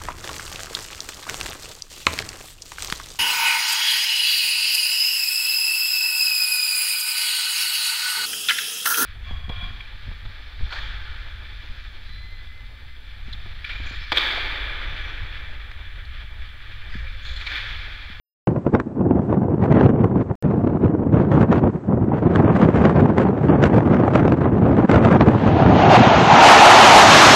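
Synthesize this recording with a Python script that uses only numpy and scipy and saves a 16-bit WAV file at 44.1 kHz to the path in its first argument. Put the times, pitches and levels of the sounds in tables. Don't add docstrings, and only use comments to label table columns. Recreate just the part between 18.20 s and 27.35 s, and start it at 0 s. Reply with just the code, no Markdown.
import sys
import numpy as np
from scipy import signal
from scipy.fft import rfft, irfft, next_fast_len
from scipy.io import wavfile
from scipy.ndimage import uniform_filter1d, map_coordinates

SR = 44100
rng = np.random.default_rng(int(sys.argv[2]) if len(sys.argv) > 2 else 0)


def boost_factor(decibels):
    exponent = np.asarray(decibels, float) / 20
    return 10 ** exponent


def wav_record(signal):
    frames = np.transpose(np.atleast_2d(signal))
    bounded = np.clip(frames, -1, 1)
    quanta = np.round(bounded * 32767).astype(np.int16)
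    wavfile.write(sys.argv[1], SR, quanta)


N = 403515

# frequency in Hz, level in dB per Hz.
RUMBLE_BAND = [(15, -52.5), (30, -16), (48, -15), (77, -1.5), (105, 1.5), (200, -0.5), (360, -5),
               (550, -16), (1000, -27.5), (3000, -89.5)]
# frequency in Hz, level in dB per Hz.
FLUTTER_BAND = [(150, -43.5), (350, -1), (550, 1), (900, -4), (1500, -15.5), (2500, -36), (5000, -61),
                (9000, -100)]
# frequency in Hz, level in dB per Hz.
RASP_BAND = [(500, -27.5), (1200, -1.5), (1700, -2.5), (2500, -9), (3500, -18.5), (5000, -28),
             (8000, -31.5), (10000, -57), (13000, -68.5)]
RASP_DB = -41


def unit(x):
    return x / np.sqrt(np.mean(x ** 2) + 1e-20)


def curves(rows):
    s, *cols = np.transpose(rows)
    return [np.interp(np.arange(N) / SR, s, c) for c in cols]


def wobble(rate):
    knots = rng.standard_normal(int(N * rate / SR) + 4)
    return map_coordinates(knots, [np.arange(N) * rate / SR])


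def filtered(x, response):
    m = next_fast_len(N + 8192)
    return irfft(rfft(x, m) * response(np.fft.rfftfreq(m, 1 / SR)), m)[..., :N]


def coloured(x, spectrum):
    f, level = np.transpose(spectrum)
    return filtered(x, lambda hz: unit(boost_factor(np.interp(np.log(hz + 1), np.log(f), level))))


def noise(spectrum):
    return unit(coloured(rng.standard_normal(N), spectrum))


def spells(rows):
    t = np.arange(N) / SR
    half_s = 0.016 / 2
    total_db = np.zeros(N)
    for s, length, db in rows:
        end = s + length
        total_db += np.interp(t, [s - half_s, s + half_s, end - half_s, end + half_s], [0, db, db, 0])
    return total_db


def flow():
    # time in seconds, strength in dB, turbulence in dB.
    wind_course = [(0.62, -18.5, -6.5), (0.8, -15.5, -11), (1.35, -18.5, -6.5), (1.6, -13, 7),
                   (1.8, -19, -5), (2.3, -17.5, 0), (2.85, -18, -6), (3.3, -15.5, 6), (3.73, -13, -6.5),
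                   (3.79, -18.5, -2), (4.4, -12, 12.5), (5.15, -14, 7.5), (5.9, -13.5, 12.5),
                   (6.3, -14.5, 6.5), (6.9, -11, 14.5), (8.1, -14, 15.5), (8.4, -23, 10.5),
                   (9.15, -15.5, 12)]
    # start in seconds, length in seconds, extra turbulence in dB.
    rough_gusts = [(.27, 0.043, 10), (.35, 0.027, 5), (.46, 0.034, 11), (.53, 0.077, 16.5),
                   (2.24, 0.086, 5), (1.09, 0.064, 12.5), (1.41, 0.057, 13.5), (1.5, 0.16, 9),
                   (1.78, 0.073, 9.5), (1.97, 0.062, 9), (2.62, 0.044, 12), (2.92, .11, 11.5),
                   (3.11, 0.13, 11), (3.31, 0.092, 13), (3.92, 0.082, 10.5), (4.07, .12, 6.5),
                   (4.33, 0.12, 5), (4.55, 0.16, 6.5), (4.77, .12, 1), (4.975, 0.07, 10.5), (5.2, 0.18, 2),
                   (5.42, 0.065, 13), (5.55, 0.036, 4.5), (5.69, .06, 0.5), (5.93, 0.069, 9),
                   (6.06, 0.057, 2.5), (6.22, 0.055, 6), (6.69, 0.098, 8.5), (6.82, 0.16, 4),
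                   (7.0, 0.027, 3)]
    # start in seconds, length in seconds, depth in dB.
    quiet_lulls = [(.325, 0.021, 5), (.385, 0.085, 10), (.5, 0.021, 9), (.62, .14, 11.5), (1.02, 0.056, 6),
                   (1.36, 0.035, 7), (1.87, 0.027, 2.5), (2.035, 0.064, 10.5), (2.125, .11, 15),
                   (2.58, 0.02, 3.5), (2.7, 0.026, 3), (2.86, .05, 5), (3.04, 0.064, 1.5),
                   (3.51, 0.086, 11.5), (3.59, 0.087, 18), (3.99, 0.031, 8), (4.5, 0.042, 9.5),
                   (4.72, 0.024, 10.5), (4.93, 0.043, 6.5), (5.14, 0.057, 3), (5.51, 0.028, 0.5),
                   (5.76, 0.026, 6.5), (6.135, 0.077, 4), (6.66, 0.031, 15), (6.97, 0.028, 10),
                   (7.17, 0.044, 6), (7.37, .03, 6), (7.89, 0.019, 5), (8.09, 0.017, 7), (8.46, 0.027, 8)]
    strength_db, turbulence_db = curves(wind_course)
    gust_db, lull_db = spells(rough_gusts), spells(quiet_lulls)
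    turbulence_db = turbulence_db + gust_db
    rumble_db = strength_db + 0.19 * gust_db - lull_db
    flutter_db = strength_db - 16 + 0.42 * turbulence_db - 0.9 * lull_db
    rasp_db = strength_db + RASP_DB + 1.094 * turbulence_db - 0.6 * lull_db
    return rumble_db, flutter_db, rasp_db


def wind():
    rumble_db, flutter_db, rasp_db = flow()
    eddies = unit(0.35 * wobble(25) + wobble(70))
    steps = unit(boost_factor(2.74 * wobble(220)) * rng.standard_normal(N))
    rumble = unit(boost_factor(3.0 * eddies) * noise(RUMBLE_BAND))
    flutter = unit(boost_factor(2.7 * eddies) * coloured(steps, FLUTTER_BAND))
    rasp = unit(boost_factor(3.2 * eddies) * coloured(steps, RASP_BAND))
    return boost_factor(rumble_db) * rumble + boost_factor(flutter_db) * flutter + boost_factor(rasp_db) * rasp


def small_puffs():
    per_second = 13
    rumble_db, _, rasp_db = flow()
    luck = rng.standard_normal((150, 4))
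    s = np.cumsum(np.exp(.6 * luck[:, 0]) / per_second)
    at = np.minimum(s * SR, N - 1).astype(int)
    rough_db = rasp_db[at] - rumble_db[at] - RASP_DB
    peak_db = rumble_db[at] - 3 + 4 * luck[:, 1]
    thud_db = 3.5 + 4 * luck[:, 2]
    crackle_db = -28.5 + 0.66 * rough_db + 4 * luck[:, 3]
    rows = np.transpose([s, peak_db, thud_db, crackle_db])
    return [row for row in rows if row[0] < N / SR]


def puffs():
    # time in seconds, peak in dB, thud in dB over the peak, rasp in dB over the peak.
    strong_eddies = [(0.272, -15, 2.5, -16), (0.36, -13.5, -8.5, -32), (0.464, -14, 6, -23.5),
                     (0.548, -6.5, -12, -17), (0.598, -15.5, -6.5, -11), (1.125, -11.5, -7, -26),
                     (1.437, -8, -5.5, -25), (1.514, -11, 1.5, -17), (1.841, -16, 10, -14.5),
                     (2.11, -19.5, 6.5, -37), (3.722, -20, 13, -35), (2.94, -10, 8.5, -15.5),
                     (3.114, -12.5, 1, -16.5), (3.209, -12.5, 5, -11.5), (3.325, -8.5, 1.5, -16),
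                     (4.156, -19, 2.5, 0), (4.197, -10, 6, -32), (4.56, -14, -0.5, -19.5),
                     (4.651, -5, -3.5, -13.5), (4.98, -8, 4, -11.5), (5.436, -6, -2, -7.5),
                     (5.878, -6.5, -3, -20.5), (5.953, -3, 2.5, -13.5), (6.077, -6, -7.5, -18.5),
                     (6.119, -7.5, -5, -17.5), (6.693, -7, -2, -17), (6.756, -6.5, -8.5, -20.5),
                     (6.847, -10, -3, -7.5), (5.743, -12, -2, -18), (7.007, -2.5, -1, -15.5)]
    t = np.arange(SR // 10) / SR
    snap = 0.9 * np.exp(-((t - .003) / 0.0014) ** 2)
    fall_60db_s = np.array([[.07], [.04], [.025]])
    tail = (1 - np.exp(-t / 0.0026)) * boost_factor(-60 * t / fall_60db_s)
    pushes = np.zeros((3, N + len(t)))
    for s, db, thud_db, rasp_db in strong_eddies + small_puffs():
        levels = boost_factor(db + np.array([[thud_db - 3], [-8], [rasp_db - 2]]))
        burst = levels * (snap + tail) * rng.standard_normal(len(t))
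        pushes[:, round(s * SR):][:, :len(t)] += burst
    bands = (RUMBLE_BAND, FLUTTER_BAND, RASP_BAND)
    return sum(coloured(push[:N], band) for push, band in zip(pushes, bands))


def field():
    # frequency in Hz, level in dB per Hz.
    far_spectrum = [(200, -39), (600, 3.5), (1500, -8), (3000, -25), (5000, -33.5), (8300, -33.5),
                    (9000, -59.5), (13000, -80.5)]
    return boost_factor(-51 + 1.5 * wobble(3.8)) * noise(far_spectrum)


def jets():
    # time in seconds, nearness in dB, ground hump in dB over the roar.
    approach = [
        (7.05, -30, 12.5),
        (7.45, -32.5, 11.5),
        (7.65, -22.5, 9.5),
        (8.05, -17.5, 4),
        (8.12, -16.5, 11.5),
        (8.24, -8.5, 3.5),
        (8.8, -9, 4),
        (8.88, -9, -3),
        (9.15, -8.5, -10),
    ]
    # start in seconds, length in seconds, level in dB.
    carried_gusts = [
        (7.7, .07, 7.5),
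        (8.21, .06, 2),
    ]
    # frequency in Hz, level in dB per Hz.
    roar_spectrum = [(60, -39.5), (200, -7), (380, -2), (520, -4), (700, 0), (1200, 1), (1950, -5.5),
                     (2900, -7.5), (4500, -19.5), (8000, -50.5)]
    # frequency in Hz, level in dB per Hz.
    hiss_spectrum = [(1500, -31), (3500, 3.5), (4500, 0), (6500, -1.5), (8000, -11.5), (9500, -28.5),
                     (12800, -26.5), (16000, -42)]
    t = np.arange(N) / SR
    since = t - approach[0][0]
    audible = np.clip(since / 0.35, 0, 1)
    roar_db, hump_db = curves(approach)
    roar_db = roar_db + uniform_filter1d(spells(carried_gusts), size=1500)
    hiss_db = -21 + 1.073 * roar_db + 7.5 * since

    hump_hz = 690 + np.interp(t, [7.55, 7.9], [0, 85]) + 20 * wobble(12)
    turn = 2 * np.pi * np.cumsum(hump_hz) / SR
    sway = [unit(filtered(rng.standard_normal(N), lambda hz: np.exp(-(hz / 250) ** 2))) for _ in range(2)]
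    hump = sway[0] * np.cos(turn) + sway[1] * np.sin(turn)
    hump = filtered(hump, lambda hz: 1 / (1 + (560 / (hz + 1)) ** 14))

    air = wobble(14)
    roar = boost_factor(roar_db + 2.5 + 1.2 * air) * noise(roar_spectrum)
    hiss = boost_factor(hiss_db + 0.82 * air) * noise(hiss_spectrum)
    hump = boost_factor(roar_db + hump_db - 1.0 + 0.65 * air + 1.1 * wobble(10)) * hump
    return audible * (hump + roar + hiss)


def scene():
    return np.tile(wind() + puffs() + field() + jets(), (2, 1))


def thin_treble(x):
    # from in Hz, to in Hz, weakest line kept in dB against the middle register.
    thinned_bands = [(1500, 2500, -33), (2500, 3600, -39), (3600, 4300, -35), (4300, 5200, -40),
                     (5200, 6100, -42), (6100, 6950, -45), (6950, 7700, -39), (7700, 8700, -42),
                     (8700, 9800, -45), (9800, 11200, -50), (11200, 13000, -54)]
    hz, _, z = signal.stft(x, SR, nperseg=2048)
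    line_db = 20 * np.log10(np.abs(z[0]) + 1e-10)
    middle = z[0, (hz > 600) & (hz < 3000)]
    middle_db = 20 * np.log10(np.sqrt(np.mean(np.abs(middle) ** 2, 0)) + 1e-10)
    frames = len(middle_db)
    strict_db = 5 * uniform_filter1d(rng.standard_normal(frames), size=3)
    strict_db += np.clip(middle_db - np.median(middle_db), 0, 14) / 2
    for lo_hz, hi_hz, least_db in thinned_bands:
        band = (hz >= lo_hz) & (hz < hi_hz)
        floor_db = middle_db + least_db + strict_db + 2.5 * rng.standard_normal(frames)
        z[:, band] *= np.clip(line_db[band] - floor_db, 0, 1)
    shape = z.shape[1:]
    z *= 1 + .16 * (rng.standard_normal(shape) + 1j * rng.standard_normal(shape))
    return signal.istft(z, SR, nperseg=2048)[1][:, :N]


def top_cut(x):
    return signal.sosfilt(signal.butter(12, 12940, fs=SR, output="sos"), x)


def record(dry):
    # from in seconds, to in seconds.
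    silences = [
        (0, .2715),
        (2.154, 2.2252),
    ]
    return_jumps = [.14, .05]
    x = dry / (1 + np.abs(dry / 0.65) ** 6) ** (1 / 6)
    x = filtered(x, lambda hz: 1j * hz / (70 + 1j * hz))
    x = thin_treble(x)
    x += boost_factor(-79.5) * noise([(2000, -20.0), (4000, -2), (8400, -1.5), (8800, -39.5)])
    settle = np.exp(-np.arange(SR // 50) / SR / .002)
    for (start, end), jump in zip(silences, return_jumps):
        x[:, round(start * SR):round(end * SR)] = 0
        x[:, round(end * SR):][:, :len(settle)] -= jump * settle
    x = filtered(x, lambda hz: hz < 13000)
    return top_cut(np.clip(1.05 * x, -1, 1))


dry = scene()
out = record(dry)
wav_record(out)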